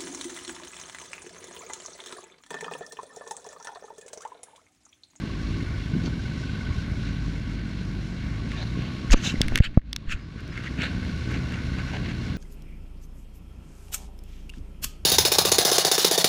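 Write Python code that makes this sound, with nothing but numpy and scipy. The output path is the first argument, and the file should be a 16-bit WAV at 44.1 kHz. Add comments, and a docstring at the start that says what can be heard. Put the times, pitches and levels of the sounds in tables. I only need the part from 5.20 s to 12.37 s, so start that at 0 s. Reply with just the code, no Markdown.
"""A camera on a rider's chest hears engines (stacked tones and exhaust puffs), wind (filtered noise) and clatter.
One engine is heard only for the first half second; then bumps knock the mount (short swings) and a motorcycle
ahead joins in. A gloved hand starts to rub (bursts of noise) and click the plastic case (ringing tones), with
squeaks. Near 4 s the palm presses the microphone port and seals it (pressure pulses, dips in level); stiff fabric
prickles. From 5 s a thin whistle (a pure tone) sounds three times while the ride comes back and the hand rubs on."""
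import sys
import numpy as np
from scipy import signal
from scipy.fft import rfft, irfft, next_fast_len
from scipy.io import wavfile
from scipy.ndimage import uniform_filter1d

SR = 44100
rng = np.random.default_rng(int(sys.argv[2]) if len(sys.argv) > 2 else 0)


def unload_audio(sound):
    """Save the sound as a 16-bit wav file, at the path given as the first command line argument."""
    columns = np.transpose(np.atleast_2d(sound))
    # keep every value between -1 and 1, then stretch to whole-number steps
    steps = np.round(np.clip(columns, -1, 1) * 32767)
    wavfile.write(sys.argv[1], SR, steps.astype(np.int16))


def decibels_to_gain(level_db):
    """Convert a level in decibels to a linear amplitude gain (20 dB per decade)."""
    exponent = np.asarray(level_db, float) / 20
    return 10 ** exponent


N = 316197
T = np.arange(N) / SR
SIZE = next_fast_len(N)
HZ = np.arange(SIZE // 2 + 1) * SR / SIZE + 1e-3  # just above 0, so that its logarithm exists

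# Levels of the ride are those before its swells and the outside level. Rise, fall and width are bell widths.
# The rider's own engine. Each row: time in seconds, mean firing rate in Hz, level in dB.
OWN_ENGINE = [(0, 51.79, -39.5), (.9, 50.34, -39), (1.5, 52.14, -39), (2, 52.25, -31.5),
              (2.3, 51.06, -33.5), (2.6, 50.35, -39), (3, 51.15, -32.5), (3.35, 53.96, -33.5),
              (3.7, 63.27, -36), (4.2, 58, -38.5), (4.7, 53.87, -25.5), (5.2, 53.5, -48),
              (5.55, 62.8, -37.5), (5.75, 61.66, -45), (5.95, 61.15, -46), (6.2, 60.86, -39.5),
              (6.6, 60.55, -40.5), (6.85, 59.9, -49), (7, 60.05, -43), (7.17, 60.4, -41)]
# Its tones. Each row: multiple of the firing rate, level in dB against the engine level.
OWN_TONES = [(1 / 2, -16), (0.97, 0), (3 / 2, -9), (2, -3.5), (5 / 2, -9.5), (3, -10.5), (7 / 2, -18.5),
             (4, -13.5), (9 / 2, -14.5), (5.4, -14), (6, -17.5)]
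# Another engine, heard only for the first half second. Each row: time in seconds, mean firing rate in Hz,
# level in dB.
EARLY_ENGINE = [(0, 55.53, -44.5), (.2, 54.8, -45), (.45, 55.44, -41)]
# Its tones. Each row: multiple of the firing rate, level in dB against the engine level.
EARLY_TONES = [(2, -20), (3, 3.5), (4, -1.5), (5, 1), (6, -1), (7, -8.5)]
# Beat of a loose part on a neighbouring engine. Each row: time in seconds, beats per second in Hz.
LOOSE_BEAT = [(0, 13.8), (.25, 14.5), (.5, 14.85), (.85, 15.65), (1.15, 16.7), (1.4, 17.3), (1.65, 16.8),
              (2.1, 14.2), (2.8, 12.5), (3.6, 14.14), (5.2, 14.6), (5.7, 16.6), (5.9, 16), (6.4, 17.3),
              (7.17, 16.5)]
# Exhaust of that neighbour. Each row: time in seconds, level at 4 times the beat in dB, at 5 times in dB.
NEIGHBOUR_DRONE = [(0, -52, -51), (.5, -45, -38.5), (.8, -40, -36), (1.15, -37, -41), (1.45, -39, -46),
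                   (1.8, -45, -58), (5.4, -55, -60), (5.9, -56, -41), (6.2, -34.5, -36), (6.5, -35.5, -43),
                   (6.75, -44, -46), (7.17, -45, -46)]
# Its tones. Each row: multiple of either drone pitch, level in dB against that drone.
DRONE_TONES = [(1, 0), (2, -7.5), (3, -13.5)]
# Rings of the loose part. Each row: time in seconds, then the levels in dB of the 1.5 kHz beat,
# the 1.1 kHz ring and the steady 1.5 kHz buzz.
LOOSE_LEVELS = [(0, -56, -55, -61), (.3, -51, -53.5, -60), (.6, -51, -56, -60), (.9, -49.5, -62, -57),
                (1.2, -49.5, -59, -58), (1.45, -45.5, -51.5, -55), (1.62, -51, -57, -49),
                (1.8, -53.5, -62, -53), (2.3, -57, -64, -54), (2.8, -59, -70, -54), (3.2, -57, -51.5, -56),
                (3.85, -64, -52.5, -54), (4.3, -71, -60.5, -55), (5.1, -60, -49.5, -55),
                (5.45, -52, -58, -53), (5.85, -49.5, -61, -52.5), (6.15, -54, -53.5, -53),
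                (6.35, -54, -64, -51), (6.6, -54, -53, -51), (6.95, -56, -63, -51), (7.17, -65, -67, -54)]
# Colour of the wind. Each row: frequency in Hz, relative level in dB.
WIND_COLOUR = [(3.5, -49), (6.0, -25), (16, -21), (31, -7.5), (44, -3.5), (155, -5), (260, -6),
               (453, -18.5), (638, -22.5), (861, -28.5), (1000, -26), (1300, -31.5), (2200, -120)]
# Gusts buffeting the port. Each row: time in seconds, dB over the wind, width in ms.
GUSTS = [(.76, 7, 22), (.86, 7, 26), (3.26, 4.5, 16), (4.36, 10.5, 28.6), (5.6, 9, 31), (6.15, 7, 36),
         (6.8, 3.5, 71)]
# Colour of the road hiss. Each row: frequency in Hz, relative level in dB.
HISS_COLOUR = [(350, -34), (600, -5), (801, -9), (1100, -7), (1230, -9), (1510, -1.5), (1900, -5.5),
               (2210, -7), (4160, -6.5), (8390, -27.5), (9490, -30), (13400, -39), (16000, -46)]
# Resonances of the case in the hiss. Each row: frequency in Hz, width in Hz, dB over the hiss.
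CASE_PEAKS = [(805, 100, -5.5), (1112, 49, 7.5), (1510, 230, 1.5), (2182, 330, 7), (2750, 210, 4),
              (4170, 270, 2.5), (5600, 350, 5), (6500, 220, 5), (7320, 570, 3.5), (8600, 600, -2.5),
              (9400, 500, 7)]
# Level of everything from outside; it drops after 4.3 s and recovers by 5.7 s.
# Each row: time in seconds, level in dB.
OUTSIDE_LEVEL = [(0, -0.5), (1.6, -1), (2.6, -3), (3.6, -1.5), (4.3, -0.5), (4.42, -6.5), (4.53, -14.5),
                 (4.78, -14.5), (5.05, -11), (5.4, -4), (5.7, 0), (6.5, 0.5), (7.17, -0.5)]
# The motorcycle ahead. Each row: time in seconds, mean firing rate in Hz, level in dB.
AHEAD_ENGINE = [(.7, 41.46, -30), (1, 41.8, -36), (1.4, 41.94, -42.5), (1.9, 41.6, -33.5),
                (2.3, 42.55, -35), (2.5, 44.5, -34), (2.75, 47.34, -35), (2.95, 44.1, -36.5),
                (3.15, 36.27, -38), (3.45, 37.62, -35.5), (3.7, 39.1, -39.5), (4.2, 40.6, -43),
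                (4.6, 50.2, -50), (4.95, 54.14, -39.5), (5.25, 53.22, -50), (5.75, 40.6, -36.5),
                (6.55, 41.29, -57), (6.8, 44.15, -41.5), (7.17, 45.8, -37)]
# Its tones. Each row: multiple of the firing rate, level in dB against the engine level.
AHEAD_TONES = [(1, -29), (2, -6.5), (3, -3), (4, -4), (5, -7.5), (6, -9), (7, -14.5), (8, -20.5)]
# Knocks through the mount at a bump. Each row: time in seconds, peak in dB, swing frequency in Hz.
BUMP_KNOCKS = [(0.7234, -20, 170), (.739, -19, 192), (0.7532, -18, 240), (.765, -16, 229),
               (0.8434, -21.5, 260), (.8635, -22, 230), (.8775, -20, 250), (5.592, -16.5, 170),
               (5.783, -22, 190)]
# Sleeve dragging on the housing. Each row: time in seconds, noise level before its filter in dB, width in ms.
SLEEVE_DRAGS = [(.85, -27, 6), (.878, -25, 4.4), (3.42, -28.5, 31), (3.66, -34.5, 39), (3.937, -14, 8.9),
                (5.44, -48, 40), (6.75, -24, 18)]
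# Glove sliding. Each row: time in seconds, noise level before its filter in dB, rise in ms, fall in ms,
# guide frequency of the filter in Hz.
GLOVE_RUBS = [(.86, -39, 18, 12, 4500), (1.87, -40, 19, 23, 2200), (3.39, -35, 64, 44, 2200),
              (3.42, -45, 46, 40, 4500), (3.63, -37.5, 52, 47, 2520), (3.91, -26, 1.52, 4.55, 3960),
              (3.924, -17, 3.5, 11.2, 3500), (3.975, -32.5, 19, 11, 2370), (4.07, -28.5, 39, 36, 2920),
              (4.075, -46, 26.7, 23, 5430), (4.24, -35, 30, 15, 2200), (4.365, -27, 18, 16, 2360),
              (4.44, -44, 9.3, 9.9, 2600), (4.459, -28.5, 21, 11.6, 2800), (4.46, -45, 12, 9.1, 3900),
              (4.551, -45, 8.8, 6.9, 2300), (4.926, -27, 24, 12, 2640), (4.99, -43, 65, 36, 1800),
              (5.2, -39, 14.3, 12, 2200), (5.38, -38.5, 73, 23, 2036), (5.469, -31.5, 35.5, 4, 1930),
              (5.61, -27, 19, 8, 2304), (5.64, -22.5, 17, 24, 2374), (6.14, -29.5, 30, 29.6, 2200),
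              (6.34, -33, 28.7, 21, 2200), (6.385, -35, 10, 10, 1900), (6.595, -30, 12, 14, 1800),
              (6.69, -33, 20, 15, 2000), (6.75, -31, 18, 22, 2200), (6.855, -33, 10, 10, 2600),
              (6.905, -31, 16, 14, 2200)]
# Resonances of the case in the rubbing. Each row: frequency in Hz, width in Hz, boost in dB.
CLOTH_PEAKS = [(1500, 850, 12.5), (2200, 260, 4), (2760, 680, 9.5), (3340, 220, 2), (3840, 400, 4.5),
               (4540, 410, 8.5), (5340, 500, -9), (6360, 3500, 16.5), (7260, 240, 0)]
# A seam scraping over an edge. Each row: time in seconds, level in dB, rise in ms, fall in ms.
SEAM_SCRAPES = [(3.911, -33, 1.7, 4.6), (3.925, -19.5, 3.3, 7.5), (4.07, -36, 30.7, 30),
                (4.455, -46, 15, 12.3), (4.92, -41, 15, 14), (5.635, -49, 28, 25)]
# Colour of the seam. Each row: frequency in Hz, relative level in dB.
SEAM_COLOUR = [(2500, -55), (5000, 3.5), (7000, 3.5), (9000, -15.5), (14500, -26), (16500, -53)]
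# Clicks of the case. Each row: time in seconds, peak in dB, centre in Hz, crack in dB against the ring's peak.
CASE_CLICKS = [(.8614, -36, 1510, -9), (3.3178, -23, 2270, -13), (3.428, -31, 1590, -13),
               (3.9038, -19.5, 1624, -18), (4.2159, -5, 3600, -1.5), (4.2828, -18, 2150, -3.5),
               (4.3205, -31, 1500, -15), (4.357, -4.5, 2700, -6), (4.3762, -14, 2030, 0.5),
               (4.3788, -20, 2400, -3), (4.3867, -17, 2610, -6.5), (4.4026, -25, 1900, -12),
               (4.4062, -40, 4500, -2), (4.4375, -37, 2595, -20), (4.5446, -39, 2400, -17),
               (4.5765, -38, 2400, -5), (4.594, -45, 1600, -13), (4.6166, -47, 1500, -17),
               (4.7302, -15.5, 3900, -1), (4.7627, -15, 3840, -2.5), (5.206, -39, 5405, 9),
               (5.278, -41, 5407, -1), (5.3761, -26, 2148, -14), (5.437, -28, 2101, -11),
               (5.479, -26, 2040, -16), (5.6193, -15, 2350, -19), (5.851, -30, 1500, -16),
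               (6.1167, -36, 2200, 0), (6.323, -30, 1435, -1)]
# Ringing tones of the case. Each row: frequency in Hz, relative level in dB, time to fall 60 dB in seconds.
CASE_RINGS = [(1800, 11.5, 0.0045), (2200, -1, 0.015), (2700, 1, 0.0068), (3450, 1, 0.0085),
              (3900, 1, 0.0056), (4500, -1.5, 0.0059), (5350, 5, 0.007), (6180, 0.5, 0.0087),
              (8200, -18, 0.0055), (10200, -8, 0.0041)]
# Squeaks of fabric on plastic. Each row: time in seconds, level in dB, width in ms, centre in Hz.
FABRIC_SQUEAKS = [(1.87, -49.5, 19, 3900), (3.385, -45, 12, 3800), (3.42, -41, 12, 3950),
                  (3.478, -49, 9, 3950), (3.502, -46, 3, 4100), (3.975, -47, 9.8, 6200),
                  (3.912, -31, 2.3, 6400), (3.923, -25, 2, 2900), (3.9335, -22.5, 2.3, 2500),
                  (4.068, -31.5, 17, 3760), (4.065, -34.5, 16, 2900), (4.1, -34, 11, 2840),
                  (4.104, -36, 6, 3800), (4.065, -38, 23, 6300), (4.158, -37.5, 4.4, 2070),
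                  (5.64, -38, 18, 3900), (4.462, -35, 6.5, 2940), (4.925, -34, 12, 2600),
                  (5.38, -41, 8, 2070), (5.475, -35.5, 7.5, 2030)]
# Palm pushing and pulling the air. Each row: time in seconds, pressure before the capsule (1 is full scale),
# rise in ms.
PALM_PRESSES = [(3.9, 0.14, 2.5), (3.914, -0.4, 3.1), (3.924, 0.9, 4.7), (3.935, -0.72, 5),
                (3.947, -0.28, 3.3), (4.19, -0.2, 4.1), (4.235, -0.11, 6.1), (4.27, 0.2, 13),
                (4.337, -0.26, 6.3), (4.48, -0.12, 6.8), (4.885, 0.16, 5), (4.9, 0.11, 8.5),
                (4.925, 0.02, 10), (4.949, -0.13, 2.2)]
# Pops as the palm lets go. Each row: time in seconds, pressure before the capsule (1 is full scale),
# rise in ms, fall in ms.
PALM_POPS = [(3.9399, -0.55, 0.67, 0.35), (3.9434, -0.9, 0.25, 0.2), (3.944, -0.43, 0.14, 0.3),
             (4.2083, -0.4, 0.37, 0.75), (4.3226, -0.1, 0.19, 0.35), (4.4057, -1.3, 1.5, 0.95),
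             (4.5757, -2.0, 0.69, 0.72)]
# The palm closes the port. Each row: time in seconds, change in dB, closing in ms, opening in ms.
PALM_SEALS = [(3.95, -16, 1.9, 11), (4.4, -32, 4.9, 32), (4.6, -12, 4.8, 45)]
# A thin whistle. Each row: time in seconds, peak in dB, rise in ms, fall in ms, frequency in Hz.
WHISTLES = [(5.02, -63, 16, 52, 5020), (5.254, -62, 36, 20, 5060), (5.32, -54, 14, 11, 5120)]


def curve(table):
    """Joins each column of a table by straight lines in time."""
    s, *columns = np.transpose(table)
    return [np.interp(T, s, column) for column in columns]


def walk(rate):
    """Smooth random wandering with about so many new values a second and a spread near 1."""
    k = int(SR / rate)
    steps = np.repeat(rng.standard_normal(N // k + 1), k)
    return 1.3 * uniform_filter1d(uniform_filter1d(steps, k), k)[:N]


def slope(points):
    """Filter gain that joins (Hz, dB) points along a logarithmic pitch axis."""
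    hz, db = np.transpose(points)
    return decibels_to_gain(np.interp(np.log(HZ), np.log(hz), db))


def humps(peaks):
    """Filter gain of resonances standing on a flat response."""
    return decibels_to_gain(sum(db / (1 + (2 * (HZ - hz) / width) ** 2) for hz, width, db in peaks))


def peak(hz, half_width):
    """Filter gain of one resonance alone."""
    return 1 / (1 + ((HZ - hz) / half_width) ** 2)


def shaped(x, gain):
    """Filters a sound by a gain, then scales it to rms 1."""
    y = irfft(rfft(x, SIZE) * gain, SIZE)[:N]
    return y / np.std(y)


def bandpass(x, low_hz, high_hz):
    """Keeps the part of a sound between two frequencies."""
    return signal.sosfilt(signal.butter(2, [low_hz, high_hz], "bandpass", fs=SR, output="sos"), x)


def highpass(x, hz):
    """Keeps the part of a sound above a frequency."""
    return signal.sosfilt(signal.butter(2, hz, "highpass", fs=SR, output="sos"), x)


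def bell(s, rise_ms, fall_ms):
    """Sample positions around a moment and a bell with its own rise and fall."""
    i = np.arange(max(int((s - 0.15) * SR), 0), min(int((s + 0.15) * SR), N))
    ms = 1000 * (T[i] - s)
    return i, np.exp(-0.5 * (ms / np.where(ms < 0, rise_ms, fall_ms)) ** 2)


def swell(events):
    """A gain that leaves 1 in uneven bells of so many dB."""
    db = np.zeros(N)
    for s, peak_db, rise_ms, fall_ms in events:
        i, shape = bell(s, rise_ms, fall_ms)
        db[i] += peak_db * shape
    return decibels_to_gain(db)


def engine(table, tones, wobble, patchy_db, bark_share=0):
    """Tones at multiples of the firing rate; uneven burning makes each waver and swell on its own."""
    hz, db = curve(table)
    phase = 2 * np.pi * np.cumsum(hz * (1 + wobble * walk(12))) / SR
    present = 1.0 * (T >= table[0][0]) * (T <= table[-1][0])
    heard = uniform_filter1d(present, size=2000, mode="nearest")
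    # the quieter the engine is under -36.5 dB, the more its upper tones stand out
    bark_db = bark_share * (-36.5 - db)
    total = np.zeros(N)
    for k, tone_db in tones:
        level_db = tone_db + patchy_db * walk(10) + (k >= 2) * bark_db * (2 / k) ** 1.4
        waver = 0.65 * walk(9)  # radians
        total += decibels_to_gain(level_db) * np.cos(k * phase + k * k * 0.082 + waver)
    return np.sqrt(2) * total * decibels_to_gain(db) * heard, phase


def strokes(phase):
    """Each firing pushes a puff of its own size out of the exhaust; alternate ones tend to be weaker."""
    count = np.floor(phase / (2 * np.pi))
    size_db = 5.0 * rng.standard_normal(N) - 2.5 * (count % 2)
    puffs = np.diff(count, prepend=0) * decibels_to_gain(size_db)
    low_cut = (HZ / 70) ** 2 / (1 + (HZ / 70) ** 2)
    return shaped(puffs, low_cut / (1 + (HZ / 270) ** 4)) * decibels_to_gain(-38.5)


def neighbour_drone():
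    """Exhaust tones of the neighbouring engine at 4 and 5 times the beat of its loose part."""
    beat_hz, = curve(LOOSE_BEAT)
    total = np.zeros(N)
    for multiple, db in zip((4, 5), curve(NEIGHBOUR_DRONE)):
        table = np.c_[T, multiple * beat_hz, db]
        total += engine(table, DRONE_TONES, wobble=0.012, patchy_db=3.0)[0]
    return total


def wind(outside_db):
    """Eddies at the port: a rumble that wanders and an upper part that takes the gusts."""
    rumble_db, flutter_db = -36.5, -40.5
    rumble_share, flutter_share = 0.7, 0.87  # how much of the outside level each part follows
    eddies = rng.standard_normal(N) * decibels_to_gain(0.7 * walk(40))
    split = 1 / (1 + (HZ / 130) ** 4)
    upper_gain = slope(WIND_COLOUR) * (1 - split)
    rumble = shaped(eddies, slope(WIND_COLOUR) * split)
    rumble *= decibels_to_gain(rumble_db + rumble_share * outside_db + 2.8 * walk(5.02))
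    extra = swell([(s, db, ms, ms) for s, db, ms in GUSTS]) - 1
    gusts = shaped(eddies, upper_gain / (1 + (HZ / 600) ** 4)) * extra
    return rumble + (shaped(eddies, upper_gain) + gusts) * decibels_to_gain(flutter_db + flutter_share * outside_db)


def road_hiss(phase, outside_db):
    """Noise puffed by the firings, coloured by the case, flickering separately in octave bands."""
    puffed = rng.standard_normal(N) * (1 + 0.14 * np.cos(phase))
    noise = rfft(puffed, SIZE) * slope(HISS_COLOUR) * humps(CASE_PEAKS)
    dull_db = 0.35 * np.minimum(outside_db + 4.5, 0)  # extra loss in the treble
    hiss = np.zeros(N)
    for low in 600 * 2.0 ** np.arange(6):
        band = irfft(noise * (HZ >= low) * (HZ < 2 * low), SIZE)[:N]
        hiss += band * decibels_to_gain(1.14 * walk(25) + (low > 4000) * dull_db)
    return hiss / np.std(hiss) * decibels_to_gain(-44)


def loose_part():
    """A loose part chirps once a beat and rings its resonances in turn, over a steady buzz."""
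    cycle = 2 * np.pi * np.cumsum(curve(LOOSE_BEAT)[0]) / SR + 0.75
    taps = np.diff(np.floor(cycle / (2 * np.pi)), prepend=0) * decibels_to_gain(1.4 * walk(24))
    rattle = rng.standard_normal(N) * np.exp(2.1 * (np.cos(cycle) - 1))
    chirp_hz = 1510 * (1 + 0.016 * walk(20) + 0.012 * np.sin(cycle))
    ring = 2 * np.pi * np.cumsum(chirp_hz) / SR
    pulse = np.exp(3.4 * (np.cos(cycle) - 1)) * decibels_to_gain(0.89 * walk(16))
    chirp = (np.sin(ring) + 0.4 * np.sin(1.43 * ring)) * pulse
    struck = shaped(18 * taps + rattle, peak(1510, 60) + 0.8 * peak(2150, 90))
    tick = chirp / np.std(chirp) + 0.3 * struck
    # the lower ring is strongest between the chirps
    hum = shaped(rng.standard_normal(N) * (1 - 0.6 * np.cos(cycle)), peak(1105, 45))
    buzz = shaped(rng.standard_normal(N) * decibels_to_gain(1.5 * walk(45)), peak(1510, 90))
    tick_db, hum_db, buzz_db = curve(LOOSE_LEVELS)
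    return tick * decibels_to_gain(tick_db) + hum * decibels_to_gain(hum_db) + buzz * decibels_to_gain(buzz_db)


def knocks():
    """One short swing of the mount for each knock as the wheels cross a bump."""
    out = np.zeros(N)
    for s, db, hz in BUMP_KNOCKS:
        period_ms = 1000 / hz
        i, shape = bell(s, 0.3 * period_ms, 0.45 * period_ms)
        out[i] += decibels_to_gain(db) * shape * np.cos(2 * np.pi * hz * (T[i] - s))
    return out


def rubs(outside_db):
    """Fabric catches and slips: a noise band per stroke, with scrape above, body below and seam scrapes."""
    slips_per_s, drag_hz = 900, 706
    when, size = rng.random((2, N))
    slips = (when < slips_per_s / SR) * decibels_to_gain(5 - 2.5 * np.log(size + 0.02))
    grain = (rng.standard_normal(N) + slips) * decibels_to_gain(2.2 * walk(400) + 1.5 * walk(130))
    cloth = shaped(grain, humps(CLOTH_PEAKS) / (1 + (HZ / 8300) ** 6))
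    scrape = decibels_to_gain(-20.5) * highpass(cloth, 5200)
    body = decibels_to_gain(0.8 * outside_db) * bandpass(cloth, 420, 1100)
    sides = scrape + body
    seam = shaped(grain, slope(SEAM_COLOUR))
    drags = [(s, db, ms, ms, drag_hz) for s, db, ms in SLEEVE_DRAGS]
    out = np.zeros(N)
    for s, db, rise_ms, fall_ms, hz in GLOVE_RUBS + drags:
        i, shape = bell(s, rise_ms, fall_ms)
        band = bandpass(cloth[i], hz / 2.07, hz * 1.196)
        out[i] += decibels_to_gain(db) * shape * (band + (hz != drag_hz) * sides[i])  # drags have no sides
    for s, db, rise_ms, fall_ms in SEAM_SCRAPES:
        i, shape = bell(s, rise_ms, fall_ms)
        out[i] += decibels_to_gain(db) * shape * seam[i]
    return out


def clicks():
    """A snap rings the case, mostly near the click's centre; a crack of noise goes with it."""
    out, t = np.zeros(N), T[:1500]
    hz, db, t60 = np.array(CASE_RINGS).T[:, :, None]
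    soft = signal.butter(2, 8500, fs=SR, output="sos")
    for s, peak_db, centre_hz, crack_db in CASE_CLICKS:
        near_db = db - 15 * np.abs(np.log2(hz / centre_hz))  # 15 dB less per octave away
        start = np.pi * np.arange(len(hz))[:, None] + 0.5 * rng.random(hz.shape)
        tones = decibels_to_gain(near_db) * np.sin(2 * np.pi * hz * t + start) * 1000.0 ** (-t / t60)
        ring = np.sum(tones, axis=0) * (1 - np.exp(-t / 0.00028))
        crack = signal.sosfilt(soft, rng.standard_normal(len(t))) * np.exp(-t / 0.00054)
        hit = highpass(ring / np.max(np.abs(ring)) + decibels_to_gain(crack_db) * crack, 1100)
        i = int(s * SR)
        out[i:i + len(t)] += decibels_to_gain(peak_db) * hit / np.max(np.abs(hit))
    return out


def squeaks():
    """Fabric on plastic: noise in one narrow resonance for each squeak."""
    sharpness = 7.3  # centre over width
    noise, out = rng.standard_normal(N), np.zeros(N)
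    for s, db, ms, hz in FABRIC_SQUEAKS:
        i, shape = bell(s, ms, ms)
        tone = bandpass(noise[i], hz * (1 - 0.5 / sharpness), hz * (1 + 0.5 / sharpness))
        out[i] += decibels_to_gain(db) * shape * tone / np.std(tone)
    return out


def prickle(outside_db):
    """Tiny bright snaps of stiff fabric, about 200 a second, once the hand is on the move."""
    when, size = rng.random((2, N))
    size_db = -59 - 3 * np.log(size + 1e-9) + outside_db
    snaps = (when < 200 / SR) * (T > 3.85) * decibels_to_gain(size_db)
    return bandpass(snaps, 5000, 13000)


def presses():
    """The palm moves air at the port: each pulse has a round rise, then the air leaks back."""
    pushes = [(s, size, ms, 1.7 * ms) for s, size, ms in PALM_PRESSES]
    out = np.zeros(N)
    for s, size, rise_ms, fall_ms in pushes + PALM_POPS:
        i, shape = bell(s, rise_ms, fall_ms)
        leak_back = 1 / np.cosh(np.clip(1000 * (T[i] - s) / fall_ms, 0, 50))
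        out[i] += size * np.where(T[i] < s, shape, leak_back)
    return out


def seals():
    """The palm covers the port: a gain that briefly dips for everything from outside."""
    return swell(PALM_SEALS)


def whistle():
    """Short swells of one thin pure tone."""
    out = np.zeros(N)
    for s, db, rise_ms, fall_ms, hz in WHISTLES:
        i, shape = bell(s, rise_ms, fall_ms)
        out[i] += decibels_to_gain(db) * shape * np.sin(2 * np.pi * hz * T[i])
    return out


def scene():
    """Adds engines, wind, clatter, hand and whistle at one microphone."""
    outside_db, = curve(OUTSIDE_LEVEL)
    own, phase = engine(OWN_ENGINE, OWN_TONES, wobble=0.007, patchy_db=2.2, bark_share=0.85)
    early = engine(EARLY_ENGINE, EARLY_TONES, wobble=0.0024, patchy_db=0.0)[0]
    ahead = engine(AHEAD_ENGINE, AHEAD_TONES, wobble=0.00476, patchy_db=1.5)[0]
    engines = own + strokes(phase) + early + neighbour_drone() + ahead
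    clatter = road_hiss(phase, outside_db) + loose_part()
    ride = (engines + clatter) * decibels_to_gain(outside_db) + wind(outside_db)
    hand = rubs(outside_db) + clicks() + squeaks() + prickle(outside_db) + presses()
    return (ride * seals() + knocks() + hand + whistle())[None]


def roll_off(x):
    """The treble ends steeply here."""
    return signal.sosfilt(signal.butter(12, 16500, fs=SR, output="sos"), x)


def record(dry):
    """The capsule overloads, the top is dulled and steady pressure leaks away."""
    limit, knee = 1.08, 13.0  # a higher knee bends more sharply at the limit
    squeezed = dry / (1 + np.abs(dry / limit) ** knee) ** (1 / knee)
    dull = signal.butter(4, 15300, fs=SR, output="sos")
    leak = signal.butter(1, 20.9, "highpass", fs=SR, output="sos")
    mix = np.clip(signal.sosfilt(np.vstack([dull, leak]), squeezed), -1, 1)
    return roll_off(mix)


dry = scene()
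out = record(dry)
unload_audio(out)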